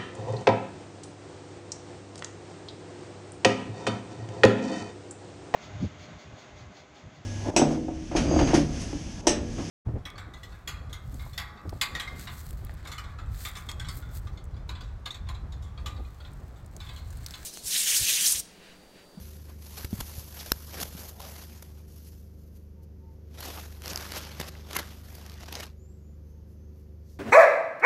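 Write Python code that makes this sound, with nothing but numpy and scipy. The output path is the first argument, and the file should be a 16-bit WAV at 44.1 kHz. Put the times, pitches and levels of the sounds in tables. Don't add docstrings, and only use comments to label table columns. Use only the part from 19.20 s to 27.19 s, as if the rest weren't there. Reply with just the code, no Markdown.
import sys
import numpy as np
from scipy import signal
from scipy.fft import rfft, irfft, next_fast_len
from scipy.io import wavfile
from scipy.ndimage import uniform_filter1d, map_coordinates

SR = 44100
rng = np.random.default_rng(int(sys.argv[2]) if len(sys.argv) > 2 else 0)


def wav_record(signal):
    frames = np.transpose(np.atleast_2d(signal))
    bounded = np.clip(frames, -1, 1)
    quanta = np.round(bounded * 32767).astype(np.int16)
    wavfile.write(sys.argv[1], SR, quanta)


N = 352359

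# freq_hz, gain_db
HISS_SPECTRUM = [(590, -32), (1000, -3.5), (1190, -14), (1530, -11.5), (2470, -12.5), (2740, -5),
                 (3870, -6), (4490, 0), (5210, -1), (6260, 1), (8840, -8.5), (10600, 1), (12600, 3.5),
                 (14100, 0), (15500, -31.5)]
# freq_hz, gain_db
BODY_SPECTRUM = [(60, -26), (150, 2.5), (300, 3), (600, 3.5), (1000, 1), (1600, -0.5), (2200, -2),
                 (3200, -3), (4200, -4), (5500, -4), (7000, -11), (8500, -16.5), (12000, -22),
                 (15000, -34.5)]
def rustle():
    hiss_gain, body_gain = np.sqrt(strokes() * grip() ** 2 + scrapes() + grazes())
    hiss = coloured(friction(slips_per_s=13000, spread_db=4, clump_db=0.4, clump_hz=300), HISS_SPECTRUM)
    body = coloured(friction(slips_per_s=8000, spread_db=2.5, clump_db=1.87, clump_hz=330), BODY_SPECTRUM)
    return hiss_gain * wander(hiss, depth_db=1.5) + body_gain * wander(body, depth_db=2.0)


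def friction(slips_per_s, spread_db, clump_db, clump_hz):
    slips = rng.random(N) < slips_per_s / SR
    sizes = rng.choice([-1, 1], N) * amp(spread_db * np.clip(rng.standard_normal(N), -2, 2))
    clumps = amp(clump_db * np.clip(wobble(clump_hz), -2, 2))
    return unit(slips * sizes * clumps)


def grip():
    catches_per_s, decay_s = 45, 0.0012
    catches = (rng.random(N) < catches_per_s / SR) * rng.uniform(0.27, 1.3, N)
    bursts = signal.lfilter([1], [1, -np.exp(-1 / (decay_s * SR))], catches)
    flutter = amp(1.5 * wobble(110))
    unsteady_hand = amp(0.92 * wobble(22))
    return (1 + bursts) * flutter * unsteady_hand


def wander(x, depth_db):
    spectra = signal.stft(x, nperseg=512)[2]
    patches = uniform_filter1d(rng.standard_normal(spectra.shape), size=6, axis=0)
    patches = unit(uniform_filter1d(patches, size=7, axis=1))
    return unit(signal.istft(spectra * amp(depth_db * patches), nperseg=512)[1][:N])


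# start_s, hold_s, release_s, hiss_db, body_over_hiss_db
DRAG_STROKES = [(0.009, .04, 0.44, -54.5, -3.5), (0.283, 0.018, 0.13, -61, 0.5),
                (0.434, 0.16, 0.52, -54.5, -5), (0.578, 0.05, 0.062, -47, -1.5),
                (0.73, 0.61, 0.061, -50, -5.5), (1.174, 0.032, 0.29, -53, 3.5), (1.372, 0.16, .1, -54, -8),
                (1.548, 0.059, 0.087, -48.5, 5), (1.65, 0.2, 0.19, -50, -2.5),
                (2.026, 0.089, 0.51, -50, -0.5), (2.698, 0.25, 0.27, -61.5, -11),
                (3.198, 0.21, 0.17, -73.5, -11), (4.231, 0.022, 0.2, -46, 5.5),
                (4.307, .015, 0.32, -48.5, -0.5), (4.388, .07, 0.075, -59.5, 7.5),
                (4.667, 0.14, .4, -49.5, 5.5), (4.942, .025, 0.34, -51, 10),
                (5.206, 0.038, 0.21, -57.5, 10.5), (5.519, .055, 0.24, -53.5, 10.5),
                (5.676, 0.31, 0.36, -60, 1.5), (5.968, 0.25, .1, -65, 10.5),
                (6.333, 0.098, 0.063, -57.5, 13.5)]
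def strokes():
    attack_s, ramp_db = 0.074, 18
    t, power = clock(), np.zeros((2, N))
    for start_s, hold_s, release_s, hiss_db, body_over_hiss_db in DRAG_STROKES:
        before = np.maximum(start_s - t, 0) / attack_s
        after = np.maximum(t - start_s - hold_s, 0) / release_s
        envelope = amp(-ramp_db * np.minimum(before + after, 10))
        power += contact_power(envelope, hiss_db, body_over_hiss_db)
    return power


# peak_s, hiss_db, rise_s, fall_s, body_over_hiss_db
SCRAPE_SLIPS = [(0.647, -36, 0.0011, 0.0039, -2), (0.808, -34, 0.0035, 0.0042, 0),
                (1.602, -35.5, .001, 0.0047, -2), (1.615, -33, 0.0037, .0046, 0.5),
                (1.632, -30.5, .005, 0.0027, -3.5), (2.004, -44.5, 0.00064, 0.0023, 6.5),
                (2.182, -48, .001, .0017, 4), (2.425, -44, .001, 0.0041, -4),
                (4.205, -40, .0007, .0045, -6), (4.92, -38, .0008, 0.0021, 5),
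                (4.975, -39, 0.0072, 0.012, 1), (5.201, -36.5, 0.0017, 0.0035, 5.5),
                (5.213, -42, 0.0014, 0.0027, 10), (5.286, -44.5, 0.0053, 0.0056, 4.5),
                (5.511, -47.5, 0.0011, .0016, 14), (5.555, -38, 0.0038, 0.005, 1),
                (5.567, -26.5, 0.0021, .0026, 1.5), (5.589, -36, .0012, 0.0084, 2.5),
                (5.952, -45, 0.00092, .004, -8), (6.234, -56, 0.0011, 0.0052, 14),
                (6.281, -56.5, .0007, 0.011, 13), (6.327, -38, 0.0021, .0018, 4.5),
                (6.405, -45.5, .005, 0.004, 10), (6.434, -50.5, .006, 0.0082, 10)]
def scrapes():
    return sum(contact_power(swell(peak_s, rise_s, fall_s), hiss_db, body_over_hiss_db)
               for peak_s, hiss_db, rise_s, fall_s, body_over_hiss_db in SCRAPE_SLIPS)


# peak_s, hiss_db, half_length_s
FUR_GRAZES = [(0.585, -42, .005), (0.996, -47.5, 0.016), (1.803, -46, .012), (1.892, -43.5, 0.007),
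              (2.881, -56, 0.0091), (3.364, -62.5, 0.01), (3.637, -67, .009), (3.93, -78.5, 0.023),
              (7.1, -77.5, 0.03), (7.317, -74.5, .03), (7.595, -74.5, 0.035), (7.92, -69, .04)]
def grazes():
    return sum(contact_power(swell(peak_s, half_s, half_s), hiss_db, body_over_hiss_db=-10.5)
               for peak_s, hiss_db, half_s in FUR_GRAZES)


# peak_s, level_db, half_length_s, pitch_hz
HOLLOW_SCUFFS = [(0.306, -63, .021, 1720), (0.733, -42, 0.0018, 450), (1.203, -41, 0.007, 4700),
                 (2.005, -40, 0.0026, 800), (2.058, -53, 0.081, 660), (4.381, -42.5, 0.01, 1030),
                 (4.706, -38.5, 0.0093, 5500), (4.778, -50, .057, 1390), (5.353, -46.5, 0.0017, 1900),
                 (5.563, -29, 0.0018, 1260), (5.579, -40.5, .02, 1770), (7.922, -70, 0.05, 5620)]
def scuffs():
    relative_width = 0.49
    track, t = np.zeros(N), clock(SR // 2) - 0.25
    for peak_s, level_db, half_s, pitch_hz in HOLLOW_SCUFFS:
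        edges_hz = [pitch_hz * (1 - relative_width / 2), pitch_hz * (1 + relative_width / 2)]
        resonance = signal.butter(2, edges_hz, "bandpass", fs=SR)
        band = unit(signal.lfilter(*resonance, rng.standard_normal(len(t))))
        add(track, peak_s + t[0], amp(level_db) * band * np.exp(-0.5 * (t / half_s) ** 2))
    return track


# start_s, level_db
BLADE_TICKS = [(0.7292, -31), (0.8034, -23), (4.6199, -26), (4.6583, -20), (4.6788, -20), (4.6992, -21),
               (4.7326, -17), (4.7586, -13.5), (4.7744, -14.5), (4.8104, -24), (4.9596, -22), (5.531, -18),
               (6.063, -25.5), (6.3255, -22), (6.353, -16.5), (6.4054, -23)]
def ticks():
    delay_s, t60_s = 0.00074, 0.0072
    port_hz_db = [(200, -12), (1500, 1.5), (3000, 0.5), (5500, 7), (8500, -8),
                  (12000, -1.5), (14000, -5), (15500, -11)]
    track, t = np.zeros(N), clock(512)
    for start_s, level_db in list(BLADE_TICKS) + crackle():
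        crack = 0.39 * rng.standard_normal(len(t)) * amp(-60 * t / t60_s)
        crack[0] = 1
        add(track, start_s + delay_s, amp(level_db) * crack)
    return coloured(track, port_hz_db)


# start_s, end_s, flicks_per_s, level_db
CRACKLE_SPELLS = [(4.65, 5.05, 35, -29), (6.09, 6.47, 30, -32.5)]
def crackle():
    flicks = []
    for start_s, end_s, flicks_per_s, level_db in CRACKLE_SPELLS:
        times_s = np.flatnonzero(rng.random(N) < flicks_per_s / SR) / SR
        flicks += [(time_s, level_db) for time_s in times_s if start_s < time_s < end_s]
    return flicks


# start_s, level_db, pitch_hz, t60_s
GRIP_BUMPS = [(0.646, -23.5, 72.6, 0.038), (0.729, -17.5, 199, 0.027), (0.737, -21.5, 98, 0.035),
              (0.789, -27, 120, 0.036), (0.812, -30, 49.7, 0.083), (0.980, -27.5, 89.5, 0.047),
              (1.319, -24.5, 63, 0.051), (1.623, -34, 180, 0.038), (1.750, -29.5, 165, 0.031),
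              (5.199, -25.5, 160, 0.028)]
def bumps():
    attack_s, boost_db = 0.0015, 4.5
    track, t = np.zeros(N), clock(8192)
    for start_s, level_db, pitch_hz, t60_s in GRIP_BUMPS:
        envelope = amp(level_db + boost_db - 60 * t / t60_s) * (1 - np.exp(-t / attack_s))
        add(track, start_s, envelope * np.sin(2 * np.pi * pitch_hz * t))
    return track


# pitch_hz, level_db, t60_s
CASE_MODES = [(308, -1, 0.0021), (1660, -10.5, 0.004), (2907, -21.5, .004), (4100, -13, 0.0059),
              (5300, -6, .005), (6960, -16, .004), (11300, -16.5, 0.0072), (11800, -18, 0.011),
              (12030, -14.5, .014), (13090, -17.5, .011)]
# delay_s, level_db
KNOCK_CONTACTS = [(0, -11), (.00073, -2.5)]
def knock():
    start_s, crack_t60_s = 1.3188, 0.004
    track, t = np.zeros(N), clock(2048)
    ring = sum(amp(level_db - 60 * t / t60_s) * np.sin(2 * np.pi * pitch_hz * t)
               for pitch_hz, level_db, t60_s in CASE_MODES)
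    for delay_s, level_db in KNOCK_CONTACTS:
        crack = amp(-15 - 60 * t / crack_t60_s) * np.diff(rng.standard_normal(len(t) + 1))
        add(track, start_s + delay_s, amp(level_db) * (ring + crack))
    return track


# time_s, speed_hz
SHAFT_SPEED = [(0, 25.1), (3.5, 25.17), (5.5, 25.08), (6.9, 24.97), (7.99, 25.1)]
# shaft_multiple, level_db
MOTOR_LINES = [(2, -61), (3, -46.5), (4, -56.5), (6, -61.5), (7, -65), (8, -63.5), (9, -66.5), (12, -71),
               (14, -79.5), (15, -67), (18, -73.5), (20, -81.5), (21, -72)]
# time_s, gain_db
MOTOR_SWELL = [(0, 1), (1.5, 0), (3, -1), (4.8, 2.5), (6.2, 0.5), (7.99, 0)]
def motor():
    turns = np.cumsum(np.interp(clock(), *np.transpose(SHAFT_SPEED))) / SR
    hum = np.zeros(N)
    for multiple, level_db in MOTOR_LINES:
        waver = min(multiple / 4.5, 2.2)
        cycles = multiple * turns + rng.random() + 0.068 * waver * wobble(3)
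        hum += amp(level_db + waver * wobble(3.3)) * np.sqrt(2) * np.sin(2 * np.pi * cycles)
    return hum * amp(np.interp(clock(), *np.transpose(MOTOR_SWELL)))


# start_s, length_s, start_hz, end_hz, level_db
BIRD_CALLS = [(3.55, 0.11, 913, 910, -68.5), (3.79, 0.163, 905, 890, -65), (6.539, 0.27, 6550, 7650, -71),
              (6.76, 0.22, 6660, 7100, -77), (6.989, 0.26, 5950, 6500, -78.5), (7.08, .18, 900, 890, -76),
              (7.32, 0.23, 5950, 6400, -78.5)]
def birds():
    calls = np.zeros(N)
    for start_s, length_s, start_hz, end_hz, level_db in BIRD_CALLS:
        progress = clock(int(length_s * SR)) / length_s
        glide_hz = start_hz + (end_hz - start_hz) * np.sin(np.pi / 2 * progress)
        pitch_hz = glide_hz * (1 + 0.022 * wobble(450)[:len(progress)])
        envelope = amp(level_db) * np.sin(np.pi * progress)
        add(calls, start_s, envelope * np.sin(2 * np.pi * np.cumsum(pitch_hz) / SR))
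    t, echo_t60_s = clock(SR // 2), 0.29
    tail = rng.standard_normal(len(t)) * amp(-60 * t / echo_t60_s)
    echoes = signal.fftconvolve(calls, tail / np.linalg.norm(tail))[:N]
    return calls + amp(-3) * echoes


# freq_hz, gain_db
AIR_SPECTRUM = [(15, -37.5), (25, -13.5), (53, -6), (86, -8), (126, -11), (198, -12.5), (274, -18.5),
                (450, -22.5), (826, -36), (1700, -42.5), (3900, -50), (4600, -46.5), (6300, -46),
                (8350, -61), (12800, -46.5), (14000, -50.5), (15500, -78.5)]
def open_air():
    return amp(-54 + 0.8 * wobble(1.7)) * unit(coloured(rng.standard_normal(N), AIR_SPECTRUM))


def contact_power(envelope, hiss_db, body_over_hiss_db):
    return np.outer(amp([hiss_db, hiss_db + body_over_hiss_db]), envelope) ** 2


def swell(peak_s, rise_s, fall_s):
    lag_s = clock() - peak_s
    width_s = np.where(lag_s < 0, rise_s, fall_s)
    return np.exp(-0.5 * np.minimum((lag_s / width_s) ** 2, 100))


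def coloured(x, points_hz_db):
    size = 2 * next_fast_len(N // 2 + 8192)
    freq_hz, gain_db = np.transpose(points_hz_db)
    gain = amp(np.interp(np.log(np.fft.rfftfreq(size, 1 / SR) + 1), np.log(freq_hz), gain_db))
    cepstrum = irfft(np.log(gain))
    cepstrum[1:size // 2] *= 2
    cepstrum[size // 2 + 1:] = 0
    return irfft(rfft(x, size) * np.exp(rfft(cepstrum)))[:N]


def wobble(rate_hz):
    return map_coordinates(rng.standard_normal(int(N * rate_hz / SR) + 4), [clock() * rate_hz])


def add(track, start_s, sound):
    part = track[max(round(start_s * SR), 0):][:len(sound)]
    part += sound[:len(part)]


def amp(db):
    return 10 ** (np.asarray(db) / 20)


def unit(x):
    return x / np.sqrt(np.mean(x ** 2) + 1e-20)


def clock(count=N):
    return np.arange(count) / SR


def scene():
    garden = motor() + open_air() + birds()
    return (garden + rustle() + scuffs() + bumps() + knock() + ticks())[None]


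def record(dry):
    limit_hz = 15400
    freq_hz = np.fft.rfftfreq(N, 1 / SR)
    roll_off = amp(np.interp(freq_hz, [20, 45, 14000, 14600], [-7, -0.5, -0.5, -12]))
    return irfft(rfft(dry) * roll_off * (freq_hz < limit_hz), N)


dry = scene()
out = record(dry)
wav_record(out)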